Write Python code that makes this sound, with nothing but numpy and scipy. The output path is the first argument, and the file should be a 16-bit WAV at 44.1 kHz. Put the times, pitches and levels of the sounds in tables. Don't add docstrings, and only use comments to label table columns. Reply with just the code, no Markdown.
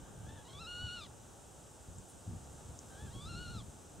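import sys
import numpy as np
from scipy import signal
from scipy.fft import rfft, irfft
from scipy.io import wavfile

SR = 44100
rng = np.random.default_rng(int(sys.argv[2]) if len(sys.argv) > 2 else 0)


def unload_audio(sound):
    columns = np.transpose(np.atleast_2d(sound))
    steps = np.round(np.clip(columns, -1, 1) * 32767)
    wavfile.write(sys.argv[1], SR, steps.astype(np.int16))


N = 176400
T = np.arange(N) / SR
BIN_HZ = np.arange(N // 2 + 1) * SR / N
SIDE = np.array([[1], [-1]])


def undb(db):
    return 10 ** (np.asarray(db) / 20)


def curve(rows, column=1):
    rows = np.array(rows)
    return np.interp(T, rows[:, 0], rows[:, column])


def response(spectrum, hz):
    points_hz, db = np.array(spectrum).T
    return np.interp(np.log(np.maximum(hz, 1)), np.log(points_hz), db)


def noise(spectrum):
    hz = BIN_HZ + 1
    skirt = np.minimum(1, np.minimum(hz / spectrum[0][0], spectrum[-1][0] / hz)) ** 4
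    x = irfft(rfft(rng.standard_normal(N)) * undb(response(spectrum, hz)) * skirt, N)
    return x / x.std()


def wide(spectrum, side_db):
    return noise(spectrum) + undb(side_db) * noise(spectrum) * SIDE


def walk(rate):
    x = irfft(rfft(rng.standard_normal(N)) * np.exp(-2 * (BIN_HZ / rate) ** 2), N)
    return x / x.std()


# time in seconds, relative level in dB.
GUST_LEVEL = [(0.0, -55), (0.04, -51.5), (0.07, -58), (0.26, -48), (0.5, -61.5), (0.54, -51.5), (0.79, -56),
              (0.85, -44), (0.89, -54.5), (1.43, -64.5), (1.87, -63), (1.9, -44), (1.95, -54.5),
              (1.99, -48.5), (2.09, -70), (2.15, -58.5), (2.18, -60.5), (2.25, -70), (2.28, -42.5),
              (2.31, -42.5), (2.37, -47), (2.39, -55), (2.64, -56), (2.68, -49.5), (2.83, -60), (3.01, -56),
              (3.04, -43.5), (3.14, -54.5), (3.16, -39.5), (3.21, -51.5), (3.26, -45.5), (3.42, -44.5),
              (3.44, -51.5), (3.5, -43.5), (3.53, -48.5), (3.56, -42), (3.59, -47), (3.85, -64.5),
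              (3.98, -55.5), (4.0, -52)]
# frequency in Hz, relative level in dB.
GUST_SPECTRUM = [(20, -16), (40, -9.5), (70, 0), (130, -3), (200, -10.5), (320, -19), (600, -31),
                 (1500, -48)]

def wind_buffet():
    return wide(GUST_SPECTRUM, side_db=-9.5) * undb(curve(GUST_LEVEL) + 0.5)


# time in seconds, relative level in dB.
AIR_LEVEL = [(0.0, -60.5), (1.4, -61.5), (1.71, -62.5), (3.02, -60), (3.2, -62), (4.0, -61)]
# frequency in Hz, relative level in dB.
AIR_SPECTRUM = [(60, 6), (200, -0.5), (400, -1.5), (650, -3.5), (880, -3.5), (1010, -8.5), (1180, -9.5),
                (1500, -11.5), (2150, -24), (3000, -19.5), (3900, -21), (4500, -49.5), (6000, -16)]

def distant_air():
    return wide(AIR_SPECTRUM, side_db=-4.5) * undb(curve(AIR_LEVEL) + 4.5 + 0.28 * walk(16))


# time in seconds, relative level in dB.
HISS_LEVEL = [(0, -66.5), (0.7, -66.5), (1.8, -65), (2.3, -64.5), (2.9, -63.5), (3.3, -63.5), (4, -65.5)]
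# frequency in Hz, relative level in dB.
HISS_SPECTRUM = [(2590, -11), (4400, -9.5), (4640, -7.5), (5290, -7), (7690, 1), (8640, -1), (11100, -16),
                 (11900, -17.5), (15500, -25)]

def hiss():
    centre = wide(HISS_SPECTRUM, side_db=-38) * undb(curve(HISS_LEVEL) + 3.5)
    self_noise = np.array([noise([(5000, -21), (9000, 6), (15500, -4)]) for _ in range(2)])
    return centre + undb(-73) * self_noise


# time in seconds, roughness from 0 to 1.
HOARSENESS = [(.3, 0.7), (.42, 0.7), (.52, 0.66), (.56, 0.25), (.85, 0.18), (.89, 0.24), (.95, 0.24),
              (.99, .4), (1.04, 0.81), (2.95, 0.5), (3.08, 0.55), (3.17, 0.29), (3.3, 0.31), (3.45, 0.33),
              (3.6, 0.49)]

def syrinx(pitch, fade_s=0.0059):
    rough, hz = curve(HOARSENESS), curve(pitch)
    jitter, waver = .014 * walk(700), .02 * walk(190)
    unsteady_hz = hz * (1 + rough * (jitter + waver))
    phase = 2 * np.pi * np.cumsum(unsteady_hz) / SR
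    start, end = pitch[0][0], pitch[-1][0]
    gate = np.clip(np.minimum(T - start, end - T) / fade_s + .5, 0, 1)
    shimmer_db = 3.5 * rough * walk(205)
    return hz, phase, gate * undb(shimmer_db)


# time in seconds, pitch in Hz, relative level in dB.
FIRST_GROAN = [(0.0, 773, -80), (0.12, 787, -81.5), (0.24, 775, -79), (0.29, 861, -66.5),
               (0.345, 912, -68.5), (0.4, 844, -68), (0.44, 835, -77)]
SECOND_GROAN = [(2.9, 797, -69), (2.955, 775, -66.5), (3.01, 856, -62), (3.055, 871, -64),
                (3.085, 785, -64.5), (3.105, 852, -66)]
# frequency in Hz, gain in dB.
GROAN_THROAT = [(850, 2.5), (1650, 6), (2100, -18), (2600, -12.5), (3400, -0.5), (4200, -14), (6000, -15)]
GROAN_RASP = [(700, -23), (860, -12), (1100, -12), (1400, -8), (1700, 6), (2100, -22), (2900, -3),
              (3400, -0.5), (3900, -5), (4500, -16)]

def groan(rows, tone_db, rasp_db):
    hz, phase, envelope = syrinx(rows)
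    tone = sum(undb(response(GROAN_THROAT, k * hz)) * np.sin(k * phase) for k in range(1, 7))
    level = envelope * undb(curve(rows, column=2))
    return level * (undb(tone_db) * tone + undb(rasp_db) * noise(GROAN_RASP))


# time in seconds, pitch in Hz.
FIRST_PITCH = [(0.45, 920.6), (0.476, 997), (0.486, 1077), (0.49, 1089), (0.51, 1052), (0.532, 1078),
               (0.54, 1114), (0.584, 1164), (0.6, 1301), (0.62, 1380), (0.644, 1286), (0.662, 1297),
               (0.674, 1424), (0.794, 1445), (0.846, 1474), (0.866, 1466), (0.89, 1415), (0.95, 1467),
               (0.996, 1366), (1.02, 1203), (1.042, 1185), (1.046, 1154), (1.07, 934)]
SECOND_PITCH = [(3.1, 889.3), (3.11, 920), (3.126, 966), (3.138, 1060), (3.15, 1101), (3.202, 1113),
                (3.218, 1171), (3.25, 1186), (3.264, 1300), (3.278, 1305), (3.29, 1400), (3.312, 1395),
                (3.32, 1343), (3.334, 1386), (3.348, 1333), (3.358, 1414), (3.43, 1457), (3.454, 1440),
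                (3.46, 1422), (3.49, 1393), (3.51, 1460), (3.556, 1368), (3.574, 1315), (3.61, 1104),
                (3.622, 999.0), (3.625, 986.4)]
# time in seconds, relative levels of fundamental and octave in dB.
FIRST_SWELL = [(0.45, -66, -80), (0.474, -66, -77), (0.488, -67.5, -78), (0.528, -66.5, -79),
               (0.546, -64, -75), (0.588, -58.5, -71), (0.622, -53.5, -53), (0.63, -55.5, -63),
               (0.662, -53.5, -65), (0.672, -53, -51), (0.794, -49, -48), (0.962, -49.5, -49.5),
               (1.056, -61, -72), (1.07, -61, -66)]
SECOND_SWELL = [(3.1, -72, -81), (3.122, -68.5, -72), (3.148, -67.5, -85), (3.24, -63.5, -72),
                (3.262, -59, -79), (3.3, -57.5, -56), (3.332, -58, -63), (3.382, -54.5, -59),
                (3.432, -56, -54.5), (3.482, -57, -65), (3.504, -56.5, -60), (3.578, -60, -76),
                (3.614, -66.5, -77), (3.625, -69, -74)]
# frequency in Hz, gain in dB.
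SQUEAL_THROAT = [(900, 2), (1100, -6.5), (1300, -4.5), (1450, -4.5), (2200, -25), (2850, -7), (3400, -0.5),
                 (3900, -5), (4250, -9), (4480, -16.5), (4800, -10.5), (5300, -14.5), (5800, -27),
                 (6400, -31), (7200, -20.5), (9000, -53)]
SQUEAL_RASP = [(900, -28), (1200, -9), (1700, -24), (2100, -34), (3000, -11), (3250, -10), (3480, -3),
               (3620, -6), (3850, 2), (4100, -1), (4350, -4), (4600, -22), (5500, -15), (7000, -16),
               (10000, -35)]

def squeal(pitch, swell, tone_db, upper_db, rasp_db, octave_db=1.5):
    hz, phase, envelope = syrinx(pitch)
    drive = undb(curve(swell) - response(SQUEAL_THROAT, hz))

    def harmonic(k):
        return drive * undb(response(SQUEAL_THROAT, k * hz)) * np.sin(k * phase)

    octave = undb(curve(swell, column=2) + octave_db) * np.sin(2 * phase)
    upper = sum(harmonic(k) for k in range(3, 7))
    whistle = np.sqrt(2) * (undb(tone_db) * harmonic(1) + octave + undb(upper_db) * upper)
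    rasp = drive * curve(HOARSENESS) * noise(SQUEAL_RASP) * (1 + .5 * np.cos(phase))
    return envelope * (whistle + undb(rasp_db) * rasp)


# frequency in Hz, left minus right in dB.
BIRD_PAN = [(900, 2), (1400, 3.8), (2000, 1), (2900, 0), (4000, .6), (7000, 0)]

def reedbed(voice, t60_s=0.14, scatter_db=-15.5):
    t = T[:SR // 2]
    centre, side = rng.standard_normal((2, len(t))) * np.exp(-np.log(1000) * t / t60_s) * (t > .004)
    tail = centre + 0.17 * side * SIDE
    tail *= undb(scatter_db) / np.sqrt(np.sum(tail[0] ** 2))
    heard = voice + signal.fftconvolve(voice[None], tail, axes=1)[:, :N]
    return irfft(rfft(heard) * undb(SIDE * response(BIRD_PAN, BIN_HZ) / 2), N)


# start in seconds, ring in Hz, relative level in dB, time to fall 60 dB in seconds.
STEM_TICKS = [(1.9845, 7400, -41.5, 0.014), (2.7903, 6550, -30.5, 0.0032)]

def stem_ticks(band_hz=(5200, 8400)):
    snaps = np.zeros(N)
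    for start, hz, db, t60_s in STEM_TICKS:
        age = np.maximum(T - start, 0)
        ring = np.sin(2 * np.pi * hz * age) + 0.57 * rng.standard_normal(N)
        snaps += undb(db) * ring * (age > 0) * np.exp(-np.log(1000) * age / t60_s)
    return signal.sosfilt(signal.butter(4, band_hz, "bandpass", fs=SR, output="sos"), snaps)


# frequency in Hz, relative level in dB.
LEAF_SPECTRUM = [(5000, -30), (8000, 0), (9700, 1), (12000, -14), (15000, -17)]

def leaf_brush(peak_s=2.104, width_s=.012):
    swell = np.exp(-.5 * ((T - peak_s) / width_s) ** 2)
    return noise(LEAF_SPECTRUM) * swell * undb(-58.5 + 2 * walk(500))


def scene():
    background = wind_buffet() + distant_air() + hiss()
    voice = groan(FIRST_GROAN, tone_db=3.5, rasp_db=-1.5)
    voice += squeal(FIRST_PITCH, FIRST_SWELL, tone_db=-0.5, upper_db=0.5, rasp_db=-4)
    voice += groan(SECOND_GROAN, tone_db=0, rasp_db=-8)
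    voice += squeal(SECOND_PITCH, SECOND_SWELL, tone_db=3, upper_db=3, rasp_db=-2)
    return background + reedbed(voice) + stem_ticks() + leaf_brush()


# centre in Hz, width in Hz.
MIC_DIPS = [(1010, 47), (4520, 190)]

def record(dry, top_hz=15700):
    for hz, width_hz in MIC_DIPS:
        notched = signal.lfilter(*signal.iirnotch(hz, hz / width_hz, fs=SR), dry)
        dry = 0.22 * dry + 0.72 * notched
    return signal.sosfilt(signal.ellip(10, .2, 70, top_hz, fs=SR, output="sos"), dry)


dry = scene()
out = record(dry)
unload_audio(out)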